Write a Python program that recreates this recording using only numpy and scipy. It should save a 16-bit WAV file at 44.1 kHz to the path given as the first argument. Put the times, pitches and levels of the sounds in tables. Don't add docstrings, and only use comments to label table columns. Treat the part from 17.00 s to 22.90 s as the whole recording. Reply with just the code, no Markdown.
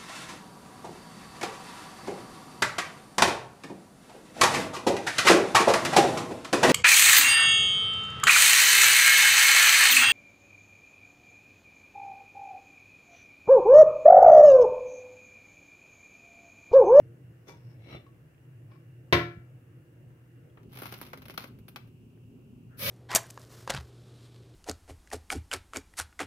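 import sys
import numpy as np
from scipy import signal
from scipy.io import wavfile
from scipy.ndimage import uniform_filter1d

SR = 44100
rng = np.random.default_rng(int(sys.argv[2]) if len(sys.argv) > 2 else 0)


def int16_out(signal):
    q = np.round(np.clip(np.atleast_2d(signal).T, -1, 1) * 32767)
    wavfile.write(sys.argv[1], SR, q.astype(np.int16))


def to_linear_factor(level_db):
    exponent = np.asarray(level_db, float) / 20
    return 10 ** exponent


N = 260190
PORT_LAG = 7

# time in seconds, level in dB.
DRONE_LOAD = [(0.0, -53.5), (0.49, -61.5), (1.0, -56), (1.15, -59.5), (1.36, -70.5), (1.69, -54),
              (1.77, -61.5), (2.3, -56), (2.65, -62), (3.42, -61), (3.53, -57.5), (4.34, -57), (4.4, -56),
              (5.01, -67), (5.36, -59), (5.52, -60), (5.78, -57.5), (5.9, -46.5)]
# frequency in Hz, density in dB per Hz.
FIZZ_COLOUR = [(4120, -43), (7000, -18.5), (8090, -13), (9170, -9.5), (9890, -4), (12000, 2.5),
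               (15200, -2.5), (16000, -12.5)]
# start in seconds, level in dB.
LANDINGS = [
    (2.1259, -1),
    (2.1289, -6),
    (2.1332, -7),
    (2.1415, -14),
]


def evened(x):
    return x / np.sqrt(np.mean(x ** 2) + 1e-20)


def read(points, hz):
    f, value = np.transpose(points)
    return np.interp(np.log(hz + 1), np.log(f + 1), value)


def add(mix, s, sound):
    part = mix[..., round(s * SR):][..., :sound.shape[-1]]
    part += sound[..., :part.shape[-1]]


def curve(rows, column):
    rows = np.asarray(rows)
    return to_linear_factor(np.interp(np.arange(N) / SR, rows[:, 0], rows[:, column], -140, -140))


def band(x, lo_hz, hi_hz):
    return signal.sosfilt(signal.butter(3, [lo_hz, hi_hz], "bandpass", fs=SR, output="sos"), x)


def colour(x, points):
    level_db = np.maximum(read(points, abs(np.fft.fftfreq(4096, 1 / SR))), -100)
    spectrum = np.exp(np.conj(signal.hilbert(np.log(to_linear_factor(level_db)))))
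    taps = np.fft.ifft(spectrum).real[:2048]
    taps = np.broadcast_to(taps, x.shape[:-1] + taps.shape) / np.linalg.norm(taps)
    return signal.oaconvolve(x, taps, axes=-1)[..., :N]


def resonate(x, hz, width):
    pole = np.exp((2j * np.pi * hz - np.pi * width) / SR)
    return 2 * signal.lfilter([1 - abs(pole)], [1, -pole], x).real


def ring(x, peaks):
    return evened(sum(to_linear_factor(db) * resonate(x, hz, width) for hz, width, db in peaks))


def grains(per_s, spread_db):
    size_db = spread_db * np.minimum(rng.exponential(1, (2, N)), 4)
    size = to_linear_factor(size_db) * rng.choice([-1., 1.], (2, N))
    return evened(size * (rng.random((2, N)) < per_s / SR))


def sides(pan_db):
    return to_linear_factor(np.array([[pan_db / 2], [-pan_db / 2]]))


def room_tone():
    # frequency in Hz, density in dB per Hz.
    near_colour = [(15, -82), (25, -52), (84, -9.5), (102, -16), (123, -2), (161, -24.5), (185, -20.5),
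                   (335, -13.5), (384, -32), (451, -18), (714, -31), (1050, -36), (1700, -32),
                   (2840, -41.5), (3820, -50.5), (16000, -48)]
    far_colour = [(15, -60), (25, -39), (42, -11.5), (87, -12.5), (120, -2.5), (145, -12.5), (263, -5.5),
                  (317, -25), (384, -12.5), (463, -23.5), (659, -31.5), (2000, -44.5), (2760, -34.5),
                  (3620, -50), (16000, -49)]
    # frequency in Hz, left-right likeness from 0 to 1.
    likeness = [(60, 1), (150, 0.9), (380, 0.8), (700, 0.3), (1290, 0), (5980, 0.12), (15000, 0.12)]
    near_db, far_db, move_s = -62.5, -57.5, 3.6
    murmur_share, rumble_share = .3, .35

    frames, hz = N // 512 + 5, np.fft.rfftfreq(2048, 1 / SR)
    a, b, c, d, patches = rng.standard_normal((frames, 1025, 5)).T
    patches = evened(uniform_filter1d(uniform_filter1d(patches, 20, 0), 8, 1))
    same = np.clip(read(likeness, hz), -1, 1)[:, None]
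    left = a + 1j * b
    right = same * left + np.sqrt(1 - same ** 2) * (c + 1j * d)
    right *= np.exp(2j * np.pi * hz * (hz < 700) * PORT_LAG / SR)[:, None]
    z = np.array([left, right])
    z *= to_linear_factor(np.where(hz < 1500, 1.5, .5)[:, None] * patches)
    load_db = np.interp(np.arange(frames) * 512 / SR, *np.transpose(DRONE_LOAD))
    for share, inside in ((murmur_share, (hz > 170) & (hz < 900)), (rumble_share, hz < 100)):
        z[:, inside] *= to_linear_factor(share * (load_db - load_db.mean()))

    def heard(points, db):
        shaped = z * to_linear_factor(read(points, hz))[:, None]
        x = signal.istft(shaped, nperseg=2048, noverlap=1536)[1][:, :N]
        return to_linear_factor(db) * x / band(x, 200, 16000).std()

    far = np.clip((np.arange(N) / SR - move_s) / 0.035, 0, 1)
    return (1 - far) * heard(near_colour, near_db) + far * heard(far_colour, far_db)


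def drone():
    # frequency in Hz, width in Hz, level in dB.
    room_modes = [
        (119.65, 15, 0.5),
        (155.16, 14, -6),
        (347, 45, -12.5),
    ]
    waver_db, waver_hz = 4, 4.4
    noise = rng.standard_normal(N)
    main, *others = (to_linear_factor(db) * evened(resonate(resonate(noise, hz, w), hz, w)) for hz, w, db in room_modes)
    main = main / np.sqrt(uniform_filter1d(main ** 2, 1500) + 0.0057)
    waver = evened(resonate(rng.standard_normal(N), 0, waver_hz))
    waver = to_linear_factor(waver_db * evened(uniform_filter1d(waver, 900)))
    hum = curve(DRONE_LOAD, 1) * to_linear_factor(4.0) * waver * main + to_linear_factor(-56.5) * sum(others)
    whine = evened(band(rng.standard_normal((2, N)), 2640, 2900))
    return np.array([np.roll(hum, PORT_LAG), hum]) + to_linear_factor(-81) * waver ** .3 * whine


def kitchen(x):
    # frequency in Hz, t60 in seconds.
    decay = [(120, .32), (400, .3), (1500, .37), (4000, .3), (12000, .28)]
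    taps = np.zeros((2, SR // 2))
    at = np.arange(120, SR // 2 - 20, 20)
    at = at + rng.integers(0, 20, (2, len(at)))
    np.put_along_axis(taps, at, rng.choice([-1., 1.], at.shape), 1)
    hz, t, z = signal.stft(taps, SR, nperseg=256)
    tail = signal.istft(z * to_linear_factor(-60 * t / read(decay, hz)[:, None]), SR, nperseg=256)[1]
    return signal.fftconvolve(x, tail / np.linalg.norm(tail[0]), axes=1)[:, :N]


def bumps():
    # start in seconds, level in dB, top frequency in Hz, length in ms.
    knocks = [
        (3.104, -60, 1800, 3.0),
        (0.948, -44, 820, 2.8),
        (2.367, -38, 151.4, 6.8),
        (3.573, -54, 2650, 7.1),
        (3.647, -57.5, 400, 8.9),
        (5.175, -67, 2000, 4),
    ]
    out, t = np.zeros((2, N)), np.arange(4000) / SR
    for s, db, top_hz, ms in knocks:
        push = rng.standard_normal((2, len(t))) * np.exp(-1000 * t / ms)
        push = signal.lfilter([1], [1, -.97], push)
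        add(out, s, to_linear_factor(db) * band(push, 38, top_hz))
    return out


def faint_rattle():
    # start in seconds, level in dB.
    rattle_ticks = [(1.145, -56), (1.178, -57), (1.282, -56), (1.313, -54), (1.346, -54), (1.379, -52),
                    (1.452, -56)]
    out, t = np.zeros((2, N)), np.arange(800) / SR
    for s, db in rattle_ticks:
        add(out, s, to_linear_factor(db) * rng.standard_normal((2, len(t))) * np.exp(-1000 * t / 2.5))
    return band(out, 1700, 3000)


def strokes():
    # peak in seconds, rise and fall in seconds, level in dB, brightness in dB.
    drags = [
        (0.001, 0.0036, 0.0033, -46, -9),
        (0.486, 0.016, 0.06, -44.5, -7.5),
        (0.724, 0.47, 0.039, -67.5, -7),
        (0.92, 0.13, 0.033, -53, -12.5),
        (0.958, 0.08, 0.027, -43, -17),
        (1.72, 0.038, 0.11, -59, -27),
    ]
    # frequency in Hz, width in Hz, level in dB.
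    wall_modes = [
        [(380, 43, -4.5), (947, 27, -22), (2290, 32, -11), (3650, 120, -7), (5830, 500, -6)],
        [(400, 19, -11), (947, 36, -23), (2297, 26, -17), (3460, 28, -14.5), (4840, 33, -31), (5370, 31, -30),
         (6170, 530, -22)],
        [(5370, 170, 5), (5850, 200, -12.5)],
        [(2186, 60, -1), (2600, 86, -6), (3140, 140, -12), (3460, 60, -8), (3950, 33, 0), (5600, 72, -9)],
        [(595, 15, -22), (1200, 130, -5), (2016, 80, 0), (2260, 51, 2.5), (2730, 240, -2.5), (3430, 31, -6),
         (3960, 37, 6), (5540, 90, 0)],
        [(1037, 32, 0), (2310, 100, -1.5), (3330, 75, -29), (5340, 380, 3)],
    ]
    # frequency in Hz, density in dB per Hz.
    scrape_colour = [(120, -20), (200, 8.5), (269, -7), (391, -3), (1700, -18.5), (2230, -12), (2470, -18),
                     (5520, -17.5), (7000, -56), (9100, -41), (15400, -120)]
    # start in seconds, peak
    # in dB, pitch in Hz, t60 in seconds.
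    pitched_taps = [(0.483, -47.5, 1120, 0.1), (0.481, -52, 2330, 0.11), (0.4828, -48, 400, 0.064),
                    (0.495, -43, 950, 0.1), (3.5, -63.5, 3300, 0.054), (0.537, -48, 947, 0.056),
                    (0.914, -48.5, 5500, 0.06), (0.972, -51, 3960, 0.03), (4.376, -30.5, 4240, 0.04),
                    (4.7604, -30, 2600, 0.018), (0.949, -49, 2280, 0.14), (0.962, -45.5, 3556, 0.11),
                    (1.065, -48.5, 1110, 0.19), (1.717, -51, 1103, 0.096), (1.719, -57.5, 2310, 0.11),
                    (1.757, -56, 1101, 0.14)]
    span_db = 17.5
    bright_steeper, rumble_db = 1.2, -9.5

    slips, out = grains(1500, 4.2), np.zeros((2, N))
    raw, fizz = colour(slips, scrape_colour), colour(slips, FIZZ_COLOUR)
    rumble = evened(band(slips.sum(0), 54, 174))
    for (s, rise, fall, db, bright_db), peaks in zip(drags, wall_modes):
        span = slice(max(round((s - 2 * rise) * SR), 0), round((s + 2 * fall) * SR))
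        t = np.arange(N)[span] / SR - s
        under_db = -span_db * np.where(t < 0, -t / rise, t / fall)
        rub = raw[:, span] + to_linear_factor(-1.5) * ring(slips[:, span], peaks)
        bright = evened(band(rub, 4060, 8400)) + to_linear_factor(-13.5) * fizz[:, span]
        bright = to_linear_factor(bright_db + bright_steeper * under_db) * bright
        bright = bright + to_linear_factor(rumble_db + under_db) * rumble[span]
        out[:, span] += to_linear_factor(db + under_db) * evened(band(rub, 223, 2700)) + to_linear_factor(db) * bright
    t = np.arange(6000) / SR
    for s, db, hz, t60 in pitched_taps:
        knock = to_linear_factor(-9.0) * rng.standard_normal(len(t)) * np.exp(-t / 0.0032)
        tone = to_linear_factor(db - 6.5 - 60 * t / min(t60, .12)) * np.sin(2 * np.pi * hz * t)
        add(out, s, tone + to_linear_factor(db) * band(knock, 300, 4400))
    return out * sides(5.3)


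def clank():
    # frequency in Hz, density in dB per Hz.
    blow_colour = [(50, -29.5), (85, -4), (267, -14), (350, -7.5), (480, -12.5), (760, -17), (869, -18),
                   (1050, -13.5), (1190, -18.5), (1980, -14), (2630, -20.5), (3680, -21), (7500, -38),
                   (9750, -50.5), (16500, -120)]
    t, blows = np.arange(SR // 2) / SR, np.zeros((2, N))
    for s, db in LANDINGS:
        add(blows[0], s + .0003, -to_linear_factor([db]))
        add(blows[1], s, -to_linear_factor([db]))
    rattle = to_linear_factor(-21.0 - 60 * t / 0.082) * grains(3000, 1.2)[:, :len(t)]
    add(blows, LANDINGS[1][0], rattle)
    return (to_linear_factor(8.0) * colour(blows, blow_colour) + to_linear_factor(-17.0) * colour(blows, FIZZ_COLOUR)) * sides(1.6)


def pot_ring():
    # frequency in Hz, level in dB, t60 in seconds.
    pot_modes = [(118, -5, 2.5), (346, 2, 0.4), (581, -6, 0.31), (706, -9, 0.39), (775, -18, 0.3),
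                 (1066, -4, 0.27), (1270, -10, 0.22), (1352, -11, 0.5), (1458, -14, 0.35), (1700, -11, 0.6),
                 (1814, -7, 0.23), (1954, -8, 0.25), (2017, -9, 0.3), (2180, 0, 0.13), (2297, -7, 0.4),
                 (2455, -11, 0.34), (2756, -8, 0.22), (3009, -18, 0.27), (3117, -20, 0.41),
                 (3392, -15, 0.37), (3579, -12, 0.4), (4002, -15, 0.37), (4517, -26, 0.42),
                 (4791, -27, 0.3), (5367, -20, 0.29), (6175, -21, 0.18), (6455, -23, 0.19)]
    glass_modes = [(81.4, -8.5, 0.4), (137, -9, 0.3), (161, -4.5, 0.5), (212.5, -9.5, 0.27),
                   (274, -8.5, 0.35), (312, -9, 0.35), (430, -12.5, 0.9), (505, -13.5, 0.44),
                   (400, -19.5, 0.1)]
    modes = pot_modes + glass_modes
    t, out = np.arange(SR // 2) / SR, np.zeros((2, N))
    phases = rng.uniform(-1.3, 1.3, (len(modes), 2, 1))
    ringing = np.zeros((2, len(t)))
    for (hz, db, t60), phase in zip(modes, phases):
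        longest = .62 if hz < 130 else .45 if hz < 2000 else .38 if hz < 2400 else .27
        wave = np.sin(2 * np.pi * hz * t + phase * (hz > 500))
        ringing += to_linear_factor(db - 60 * t / min(t60, longest)) * wave
    add(out, LANDINGS[0][0], to_linear_factor(-22.) * ringing * np.minimum(t / .002, 1))
    return out * sides(4.1)


def crackle():
    # start in seconds, peak in dB, fizz in dB, left-right difference in dB, edge in dB.
    snaps = [(3.631, -61.5, -14, 0, 3.5), (3.728, -56.5, -1, 0, 0), (3.744, -51, -8, 2, 3),
             (3.754, -51.5, -3, 3, 4), (3.773, -45, -9, -1, 6), (3.788, -42.5, -5, 5, 4),
             (3.819, -30, -15, 5, -6), (3.833, -35.5, -13, 2, -1), (3.856, -32, -18, 5, -1.5),
             (3.865, -34, -15, 1.5, -1), (3.877, -50, -10, 2.5, 2), (3.892, -50, -6, 2, 9),
             (3.924, -33.5, -11.5, -1, -1), (3.939, -34.5, -16, -1.5, 4), (3.979, -52, -2.5, 1, 2),
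             (4.014, -32.5, -8, -1.5, -1), (4.028, -40, -16, -1, 1.5), (4.065, -49, -9, 7, 6),
             (4.088, -56, -8, 0, -2), (4.132, -28.5, -24.5, 0.5, -5.5), (4.174, -45.5, -13, 2, 3),
             (4.219, -41.5, -16, 1, 0), (4.255, -38, -16, 3, 0), (4.283, -42.5, -8, -3, 4),
             (4.298, -37.5, -17.5, 4, -1), (4.306, -42.5, -12, 2, 7), (4.34, -42.5, -11, 3, -0.5),
             (4.3768, -21, -18.5, 2.5, 1), (4.44, -37, -19, 5.5, 0), (4.474, -50, -11, -2, 1.5),
             (4.588, -59, -7, -1, 3.5), (4.682, -43, -7.5, 1, 3), (4.76, -31, -19.5, 3.5, 0.5),
             (4.873, -59.5, -13, -1, 1)]
    # time in seconds, level in dB.
    effort = [(3.69, -76), (3.73, -58), (3.772, -49.5), (3.898, -54.5), (3.942, -54.5), (4.066, -55.5),
              (4.11, -63.5), (4.2, -69), (4.302, -72), (4.37, -68), (4.4, -47), (4.446, -54.5), (4.52, -95)]
    # frequency in Hz, density in dB per Hz.
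    snap_colour = [(290, -31), (500, -3), (852, -2), (922, -2.5), (1430, -1.5), (1840, -7), (2130, -2),
                   (3800, -8), (7500, -15.5), (9750, -44), (16500, -120)]
    spray_ms, spray_spread, sharper = 8.5, .15, .1
    thump_db, thump_spread_db, thump_share = -9.5, 2.5, .6
    edge_from_hz, click, click_grows = 1720, 4.5, 0.55

    body, edge, fizz = np.zeros((3, 2, N))
    thump, t = np.zeros(N), np.arange(2000) / SR
    for s, db, fizz_db, pan_db, edge_db in snaps:
        longer, heavier = rng.standard_normal(2)
        ms = spray_ms * np.exp(spray_spread * longer) * to_linear_factor(-sharper * (db + 35))
        spray = rng.standard_normal((3, len(t))) * np.exp(-1000 * t / ms) * (1 + np.exp(-t / 0.00026))
        spray = spray * np.repeat(to_linear_factor(2.5 * rng.standard_normal(len(t) // 40)), 40)
        burst = to_linear_factor(db - 9.0) * sides(pan_db)
        first = click * to_linear_factor(click_grows * (db + 17)) * (t == 0)
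        add(body, s, burst * (0.26 * spray[0] + 1.46 * spray[1:]))
        add(edge, s, burst * to_linear_factor(edge_db) * (1.11 * spray[1:] + first))
        add(fizz, s, to_linear_factor(db + fizz_db + 1.5) * sides(pan_db) * spray[1:])
        add(thump, s, to_linear_factor(thump_share * db + thump_db + thump_spread_db * heavier) * spray[0])
    small = curve(effort, 1) * grains(500, 2.0)
    low = band(body, 100, edge_from_hz) + band(edge, edge_from_hz, 14000) + to_linear_factor(-0.5) * small
    high = colour(fizz + to_linear_factor(-8.0) * small, FIZZ_COLOUR)
    return colour(low, snap_colour) + high + band(thump, 112, 500)


def rice():
    # time in seconds, level in dB.
    flow = [(5.771, -68), (5.779, -61.5), (5.794, -47), (5.815, -41.5), (5.826, -37.5), (5.886, -31.5),
            (5.9, -29.5)]
    slipping = [(5.68, -97.5), (5.696, -75), (5.724, -63.5), (5.778, -69), (5.8, -72)]
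    # frequency in Hz, density in dB per Hz.
    grain_colour = [(180, -45), (300, -34), (550, -3), (835, -26), (893, -14), (2140, -11.5), (2320, -9),
                    (2840, -13), (5280, -10.5), (7500, -16), (9750, -80), (16500, -120)]
    # frequency in Hz, width in Hz, level in dB.
    standing_modes = [(545, 60, -8), (578, 30, -6), (1230, 40, -10), (1950, 40, -9), (2268, 12, 9),
                      (2700, 30, -9), (3015, 24, -1), (3380, 34, -10), (5190, 86, -14), (6110, 30, -12)]
    ring_up_s, thrum_db = 0.038, -11
    tick_db, tick_damp_db_per_s = 5.5, -64

    hits = grains(12000, 2.6)
    since = np.maximum(np.arange(N) / SR - flow[0][0], 0)
    rung = to_linear_factor(-4.0) * np.minimum(since / ring_up_s, 1) ** 2 * ring(hits, standing_modes)
    thrum = to_linear_factor(thrum_db) * evened(band(hits.sum(0), 54, 216))
    landing = colour(hits, grain_colour) + rung + thrum
    slip = resonate(resonate(grains(4700, 3.7), 1500, 400), 1500, 400)
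    ticks = to_linear_factor(tick_db + tick_damp_db_per_s * since) * colour(hits, FIZZ_COLOUR)
    poured = curve(flow, 1) * (landing + ticks)
    return poured * sides(1.7) + curve(slipping, 1) * evened(slip)


def scene():
    sources = [(strokes(), -8.), (clank(), -4.), (pot_ring(), -10.), (crackle(), -11.), (bumps(), -4.),
               (rice(), -6.), (faint_rattle(), -8.)]
    direct = sum(x for x, wet_db in sources)
    sent = sum(to_linear_factor(wet_db) * x for x, wet_db in sources)
    near = direct + kitchen(band(sent, 210, 19000))
    near = near - 0.75 * resonate(near, 7100, 1900)
    mid, side = (near[0] + near[1]) / 2, (near[0] - near[1]) / 2
    apart = signal.sosfilt(signal.butter(4, 560, "highpass", fs=SR, output="sos"), side)
    side = to_linear_factor(0.55) * apart + to_linear_factor(-15.0) * (side - apart) + to_linear_factor(-10.0) * band(mid, 450, 5000)
    return np.array([mid + side, mid - side]) + room_tone() + drone()


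def roll_off(x):
    return signal.sosfilt(signal.butter(12, 17060, fs=SR, output="sos"), x)


def record(dry):
    cut = signal.sosfilt(signal.butter(2, 45, "highpass", fs=SR, output="sos"), dry)
    treble_limit = signal.firwin(255, 15820, window=("kaiser", 8), fs=SR)
    mix = signal.oaconvolve(cut, treble_limit[None], "same")
    return roll_off(mix)


dry = scene()
out = record(dry)
int16_out(out)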